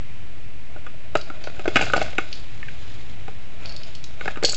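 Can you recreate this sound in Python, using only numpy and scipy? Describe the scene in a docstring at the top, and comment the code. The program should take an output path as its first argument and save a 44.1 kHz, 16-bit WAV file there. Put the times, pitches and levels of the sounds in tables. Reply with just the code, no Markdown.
"""In a small room, close to a phone, a hand turns the knob of a home-made cardboard capsule machine.
Stick-slip friction, modelled as random releases over hiss, makes the drum scrape and the capsules skid.
Impacts excite decaying modes: hollow plastic capsules knock on the cardboard walls and tick together.
At the end one capsule drops down the chute with a hard tick whose close modes beat as they fade.
A short tail of reflections and a low room tone surround the machine."""
import sys
import numpy as np
from scipy import signal
from scipy.fft import rfft, irfft
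from scipy.io import wavfile

SR = 44100
rng = np.random.default_rng(int(sys.argv[2]) if len(sys.argv) > 2 else 0)


def output_pcm(signal):
    """Save a mono or channel-first signal as 16-bit PCM at the path in sys.argv[1].

    Samples are clipped to [-1, 1] before scaling.
    """
    pcm = np.clip(np.atleast_2d(signal).T, -1, 1) * 32767
    wavfile.write(sys.argv[1], SR, np.round(pcm).astype(np.int16))


N = 201492

# steady background spectrum of the room: [frequency_hz, level_db]
ROOM_SPECTRUM = [(15, -10), (40, -1), (65, -3), (110, -3), (170, -12), (300, -16), (480, -22), (630, -21),
                 (1000, -26), (1500, -26), (2450, -21), (3500, -29), (5500, -37), (7500, -41), (8300, -52)]
# spectrum of the reflected tail: [frequency_hz, level_db]
TAIL_SPECTRUM = [(100, -18), (400, -7.5), (900, -19), (1500, -8.5),
                 (2400, -8), (3400, -4.5), (4500, 0), (8000, -6)]
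# pushes on the knob, by moment of most effort and time constant of the swell:
# [peak_s, swell_s, cardboard_rub_db, plastic_skid_db]
PUSHES = [(.8, 0.13, -55.5, -68), (1.499, .3, -47.5, -56.5), (1.83, .09, -37.5, -40), (2.02, .19, -37, -43),
          (2.36, .08, -63.5, -49), (2.901, 0.48, -63, -52), (3.69, .12, -44, -53), (3.9, .16, -54.5, -53.5),
          (4.269, .08, -41, -46), (4.52, .1, -44, -60)]
# friction spectrum of the drum on cardboard: [frequency_hz, level_db]
RUB_SPECTRUM = [(150, -16), (320, -3.5), (480, -9), (580, 1.5), (635, 4), (700, -1.5), (1000, -13),
                (1450, -7), (1850, -11.5), (2500, -5), (3300, -28.5), (5000, -37.5)]
# friction spectrum of capsule on capsule: [frequency_hz, level_db]
SKID_SPECTRUM = [(2000, 2), (3300, 13), (4000, 11), (4480, 2), (5000, 5.5), (5800, -3.5), (7200, 4),
                 (8200, -54)]
# low rumble of the rocking box: [frequency_hz, level_db]
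ROCKING_SPECTRUM = [(25, -16), (55, -7.5), (120, -8), (220, -19), (600, -74)]
# hard plastic ticking on a shell, at the end the fallen capsule's clack and its beating ring:
# [start_s, level_db, top_end_db, dry_crack_db]
TICKS = [(1.1689, -31, -10.5, 7), (1.2116, -30.5, -25, 2), (1.4381, -31, -22, 4), (1.814, -31, -4.5, 0.5),
         (1.9669, -24.5, -13, -11), (2.025, -34, -6.5, 8), (2.3267, -23.5, -30, 5), (3.6567, -28, -28, -3),
         (3.693, -29, -26, -10), (3.7215, -32, -25, -12), (3.763, -29, -19, -4), (3.832, -31.5, -41, 17),
         (3.9494, -31.5, -17, 3), (4.0396, -31, -11.5, 14), (4.434, -20, -11, -2), (4.447, -8.5, -14.5, -6),
         (4.4511, -11.5, -12, 1), (4.4587, -19, -24, -3), (4.478, -23.5, -16, -13),
         (4.4899, -22.5, -11, -2), (4.4941, -17.5, -8, -13), (4.508, -34, -9, 4), (4.521, -31.5, 5.5, -10),
         (4.5439, -22.5, -8, 13)]
# modes of a capsule shell, before the contact envelope: [frequency_hz, level_db, t60_s]
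SHELL_MODES = [(2786, -12, .04), (3250, -9, .05), (3800, -13, .05), (4032, -7, .1), (4410, 0, .16),
               (4475, -4, .12), (4553, -2, .12), (4623, -3, .1), (5113, -6, .1), (5358, -5, .14),
               (5520, -9, .06), (6610, -9, .05), (6850, -8, .06), (7100, -7, .05), (7680, -8, .04)]
# capsules knocking on the box, with the note of the wall and the hollow note:
# [start_s, level_db, brightness_db, hollowness_db, wall_hz, hollow_hz]
KNOCKS = [(0.76, -45, -8, 7, 362, 1430), (0.864, -38.5, 0.5, 7.5, 505, 1420),
          (1.152, -15.5, -4, 4, 640, 1316), (1.299, -35, -3, 8.5, 290, 1366),
          (1.471, -31, -4, 2, 617, 1456), (1.593, -31.5, -2.5, 1, 384, 1320),
          (1.655, -27.5, -6, 4.5, 640, 1526), (1.677, -17.5, -4.5, -3, 347, 1410),
          (1.757, -11.5, 1.5, 3, 306, 1292), (1.767, -13.5, 3, 0, 787, 1550),
          (1.791, -26, 0, 4.5, 284, 1480), (1.81, -19, 1, -2, 790, 1460),
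          (1.823, -21.5, 0, -3.5, 305, 1490), (1.897, -34.5, 2.5, 11.5, 386, 1500),
          (1.934, -16.5, -2.5, 8.5, 555, 1474), (1.962, -20, -2.5, -6, 760, 1450),
          (1.976, -24, -4, 5, 594, 1514), (2.014, -21.5, -3, 0, 640, 1384), (2.061, -36, -1, 3, 297, 1530),
          (2.181, -21, 5.5, -7.5, 277, 1480), (2.183, -20.5, -0.5, 2.5, 337, 1215),
          (2.628, -44, 13.5, 5.5, 288, 1780), (2.683, -39.5, 8, -5, 295, 1580),
          (3.279, -34.5, -5, -4, 446, 1440), (4.209, -33, 3, 5.5, 672, 1490),
          (4.255, -30.5, -2.5, 4, 407, 1520), (4.277, -23.5, 0, 4, 760, 1670),
          (4.357, -41, 4, 8, 281, 1520), (4.371, -33.5, -3.5, 3.5, 270, 1446),
          (4.426, -23.5, -4, 1.5, 403, 1417), (4.44, -20, -5, -5, 490, 1605),
          (4.486, -33, -2.5, -5, 480, 1230), (4.53, -35, -2, 3, 590, 1430)]
# modes of the box with its capsules, before the contact envelope: [frequency_hz, level_db, t60_s]
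BOX_MODES = [(179, -19.5, 0.15), (324.7, 3, 0.032), (457, 3, 0.026), (592, -5.5, 0.14), (700, -25.5, 0.038),
             (770, 0, 0.04), (1241, -2.5, 0.08), (1439, -2.5, 0.049), (1678, -2, 0.013),
             (2200, -17.5, 0.024), (2155, -6, 0.023), (2380, -7, 0.023), (2546, -5, 0.021),
             (2760, 3, 0.0096), (3404, -23.5, 0.14), (3810, -10, 0.027), (4980, -22, 0.025),
             (6150, -15.5, 0.026), (7300, -14.5, 0.022)]
# spectrum of the crunch of creased board: [frequency_hz, level_db]
CRUNCH_SPECTRUM = [(100, 15), (300, -3), (750, 14), (1020, -0.5), (1400, 18), (1850, -5.5), (2600, 1.5),
                   (3300, -11.5), (4800, -8.5), (8000, -26)]
# limits of the thud, hollow, clack and crack registers of a knock: [edge_hz]
REGISTER_EDGES_HZ = [90, 1000, 1900, 3250, 9000]

T = np.arange(N) / SR
RING_T = T[:SR // 6]  # time axis of every short sound
ROOM_DB, ROOM_T60_S = -41.5, 0.32
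RELEASE_SHARE = 0.65  # a push dies away in this share of its swell time
# small knocks over the rub, small ticks over the skid, and the scatter of both
JOSTLE_DB, CHATTER_DB, STIR_SPREAD_DB = 3.5, 4, 1.5
NOTE_DB = 8.5  # strength of a knock's two notes over the other modes
CRACK_DB, CRACK_PER_BRIGHTNESS = -14, 0.11  # top register, and how far it follows the brightness
# how long a capsule presses on the board; this much more brightness halves it
CONTACT_S, CONTACT_HALVING_DB = 0.013, 8
TOP_HZ = 8050  # upper limit of the phone's input


def undb(db):
    """Level and amplitude: 20 dB is a factor of ten in gain."""
    return 10 ** (np.asarray(db) / 20)


def unit(x):
    """Mean power: scale to rms 1."""
    return x / np.sqrt(np.mean(x ** 2))


def blow(x):
    """Impact energy: scale a short sound to the energy of 5 ms at rms 1."""
    return x / np.sqrt(np.sum(x ** 2) / (SR / 200))


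def fade(t60):
    """Exponential damping: a fall of 60 dB in t60 seconds."""
    return np.exp(-np.log(1000) * RING_T / max(t60, 1e-3))


def band(x, low_hz, high_hz):
    """Band limitation by a causal filter."""
    sos = signal.butter(N=3, Wn=[low_hz, high_hz], btype="band", fs=SR, output="sos")
    return signal.sosfilt(sos, x)


def colour(x, points):
    """Spectral shaping: weight the spectrum by a curve of (Hz, dB) points on a log-frequency axis."""
    hz, db = np.transpose(points)
    bins = np.maximum(np.fft.rfftfreq(len(x), 1 / SR), 1)
    curve_db = np.interp(np.log(bins), np.log(hz), db)
    return irfft(rfft(x) * undb(curve_db), len(x))


def walk(rate):
    """Random drift: straight lines join normal random values, rate of them per second."""
    knots = rng.standard_normal(int(N / SR * rate) + 2)
    return np.interp(T * rate, np.arange(len(knots)), knots)


def add(out, start, x):
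    """Superposition: mix a short sound in at a time."""
    i = int(start * SR)
    out[i:i + len(x)] += x[:N - i]


def room_tone():
    """Stationary noise: soft hiss over a low rumble, drifting a little in level."""
    drift_db = 1.2 * walk(1.7)
    return undb(ROOM_DB + drift_db) * unit(colour(rng.standard_normal(N), ROOM_SPECTRUM))


def reflections(x, t60, wet_db):
    """Reverberation: the hopper and small room answer with a short tail of gradual onset."""
    tail = colour(rng.standard_normal(len(RING_T)), TAIL_SPECTRUM)
    tail *= fade(t60) * (1 - fade(0.032))
    tail /= np.sqrt(np.sum(tail ** 2))
    return undb(wet_db) * signal.fftconvolve(x, tail)[:N]


def effort():
    """Driving force: each push swells to its peak and dies away, setting the rub and skid gains."""
    board, plastic = 0, 0
    for peak_s, swell_s, board_db, plastic_db in PUSHES:
        distance_s = np.maximum(peak_s - T, (T - peak_s) / RELEASE_SHARE)
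        push = np.exp(-distance_s / swell_s)
        board = board + undb(board_db) * push
        plastic = plastic + undb(plastic_db) * push
    return board, plastic


def slips(rate, spread_db, hiss):
    """Stick-slip friction: many small releases of uneven size over a smooth hiss."""
    size_db = spread_db * np.minimum(rng.exponential(size=N), 4)
    sizes = undb(size_db) * rng.standard_normal(N)
    releases = sizes * (rng.random(N) < rate / SR)  # rate is the mean number per second
    return unit(unit(releases) + hiss * rng.standard_normal(N))


def drum(rub, skid):
    """Sliding friction: drum on cardboard and capsule on capsule share an uneven grip; the box rocks."""
    board = unit(colour(slips(rate=1200, spread_db=-3, hiss=1), RUB_SPECTRUM))
    plastic = unit(colour(slips(rate=1600, spread_db=0.5, hiss=0.87), SKID_SPECTRUM))
    rocking = unit(colour(rng.standard_normal(N), ROCKING_SPECTRUM))
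    grip = undb(3.6 * walk(90))
    return (grip * board + rocking) * rub + grip * plastic * skid


def stirred(gain, crowding, count):
    """Random contacts (s, gain): they strengthen with the effort and crowd where it is greatest."""
    density = gain ** crowding
    share = (np.arange(count) + rng.random(count)) / count
    times = np.interp(share, np.cumsum(density) / np.sum(density), T)
    scatter = undb(STIR_SPREAD_DB * rng.standard_normal(count))
    return zip(times, np.interp(times, T, gain) * scatter)


def ring(modes, detune, scatter_db, flipped):
    """Modal synthesis: each contact point reweights and detunes the modes and puts some in antiphase."""
    chance = rng.standard_normal((len(modes), 2))
    signs = np.where(rng.random(len(modes)) < flipped, -1, 1)
    total = np.zeros(len(RING_T))
    for (hz, db, t60), (weight, shift), sign in zip(modes, chance, signs):
        wave = np.sin(2 * np.pi * hz * (1 + detune * shift) * RING_T)
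        total += sign * undb(db + scatter_db * weight) * fade(t60) * wave
    return total


def tick(top_db, crack_db):
    """Hard impact: close modes of a thin shell start together in a short chink, then beat as they fade."""
    chink = (1 - fade(0.007)) ** 2 * (fade(0.02) + undb(-26))
    crack = band(rng.standard_normal(len(RING_T)) * fade(0.22), 2460, 5940)
    shell = ring(SHELL_MODES, detune=0.00025, scatter_db=2, flipped=0)
    sound = blow(shell * chink) + undb(crack_db) * blow(crack * chink)
    # harder contacts reach the top modes more
    body, top = band(sound, 2300, 5700), band(sound, 6400, 8500)
    return undb(-5) * blow(body) + undb(top_db) * blow(top)


def ticks(skid):
    """Impacts of plastic on plastic: clear ticks on the shells, faint chatter while the capsules skid."""
    out = np.zeros(N)
    for start, db, top_db, crack_db in TICKS:
        add(out, start, undb(db) * tick(top_db, crack_db))
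    for start, gain in stirred(skid, crowding=1.9, count=32):
        add(out, start, gain * undb(CHATTER_DB) * tick(top_db=-11, crack_db=2))
    return out


def knock(bright_db, hollow_db, wall_hz, hollow_hz):
    """Soft impact: a capsule presses briefly on a wall; the box rings and the creased board crunches."""
    notes = ring([(wall_hz, 0, 0.04), (hollow_hz, 0, 0.04)], detune=0.001, scatter_db=0, flipped=0)
    modes = ring(BOX_MODES, detune=0.003, scatter_db=3.5, flipped=0.5) + undb(NOTE_DB) * notes
    crunch = colour(rng.standard_normal(len(RING_T)), CRUNCH_SPECTRUM)
    crunch *= fade(0.052) + undb(-8) * fade(0.1)
    # the soft board yields gradually; once the contact ends the capsule settles on it and damps it
    contact_s = CONTACT_S * 2 ** (-bright_db / CONTACT_HALVING_DB)
    press = (1 - fade(0.0054)) ** 2 * (undb(-6.5) + np.exp(-(RING_T / contact_s) ** 2))
    sound = (blow(modes) + undb(-7) * blow(crunch)) * press
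    # thud, hollow, clack and crack: a bright knock trades thud for clack and crack
    register_db = [-bright_db, hollow_db, bright_db, CRACK_DB + CRACK_PER_BRIGHTNESS * bright_db]
    registers = zip(register_db, REGISTER_EDGES_HZ, REGISTER_EDGES_HZ[1:])
    return sum(undb(db) * blow(band(sound, low, high)) for db, low, high in registers)


def knocks(rub):
    """Impacts on a panel: clear blows on the cardboard, and light jostling while the drum moves."""
    out = np.zeros(N)
    for start, db, *contact in KNOCKS:
        add(out, start, undb(db) * knock(*contact))
    for start, gain in stirred(rub, crowding=2, count=18):
        jostle = knock(bright_db=-0.5, hollow_db=1, wall_hz=rng.uniform(280, 760), hollow_hz=1450)
        add(out, start, gain * undb(JOSTLE_DB) * jostle)
    return out


def scene():
    """Superposition of the room, the machine and its reflections."""
    rub, skid = effort()
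    machine = drum(rub, skid) + ticks(skid) + knocks(rub)
    reflected = reflections(machine, t60=ROOM_T60_S, wet_db=-9.5)
    return (machine + reflected + room_tone())[None]


def record(dry):
    """Saturation: the phone's input has a steady offset, flattens the loudest knocks and cuts the top."""
    x, ceiling = dry - 0.13, 0.56
    rounded = x / (1 + (x / ceiling) ** 8) ** (1 / 8)
    low_pass = signal.ellip(10, 0.2, 85, TOP_HZ, fs=SR, output="sos")
    return signal.sosfilt(low_pass, rounded)


dry = scene()
out = record(dry)
output_pcm(out)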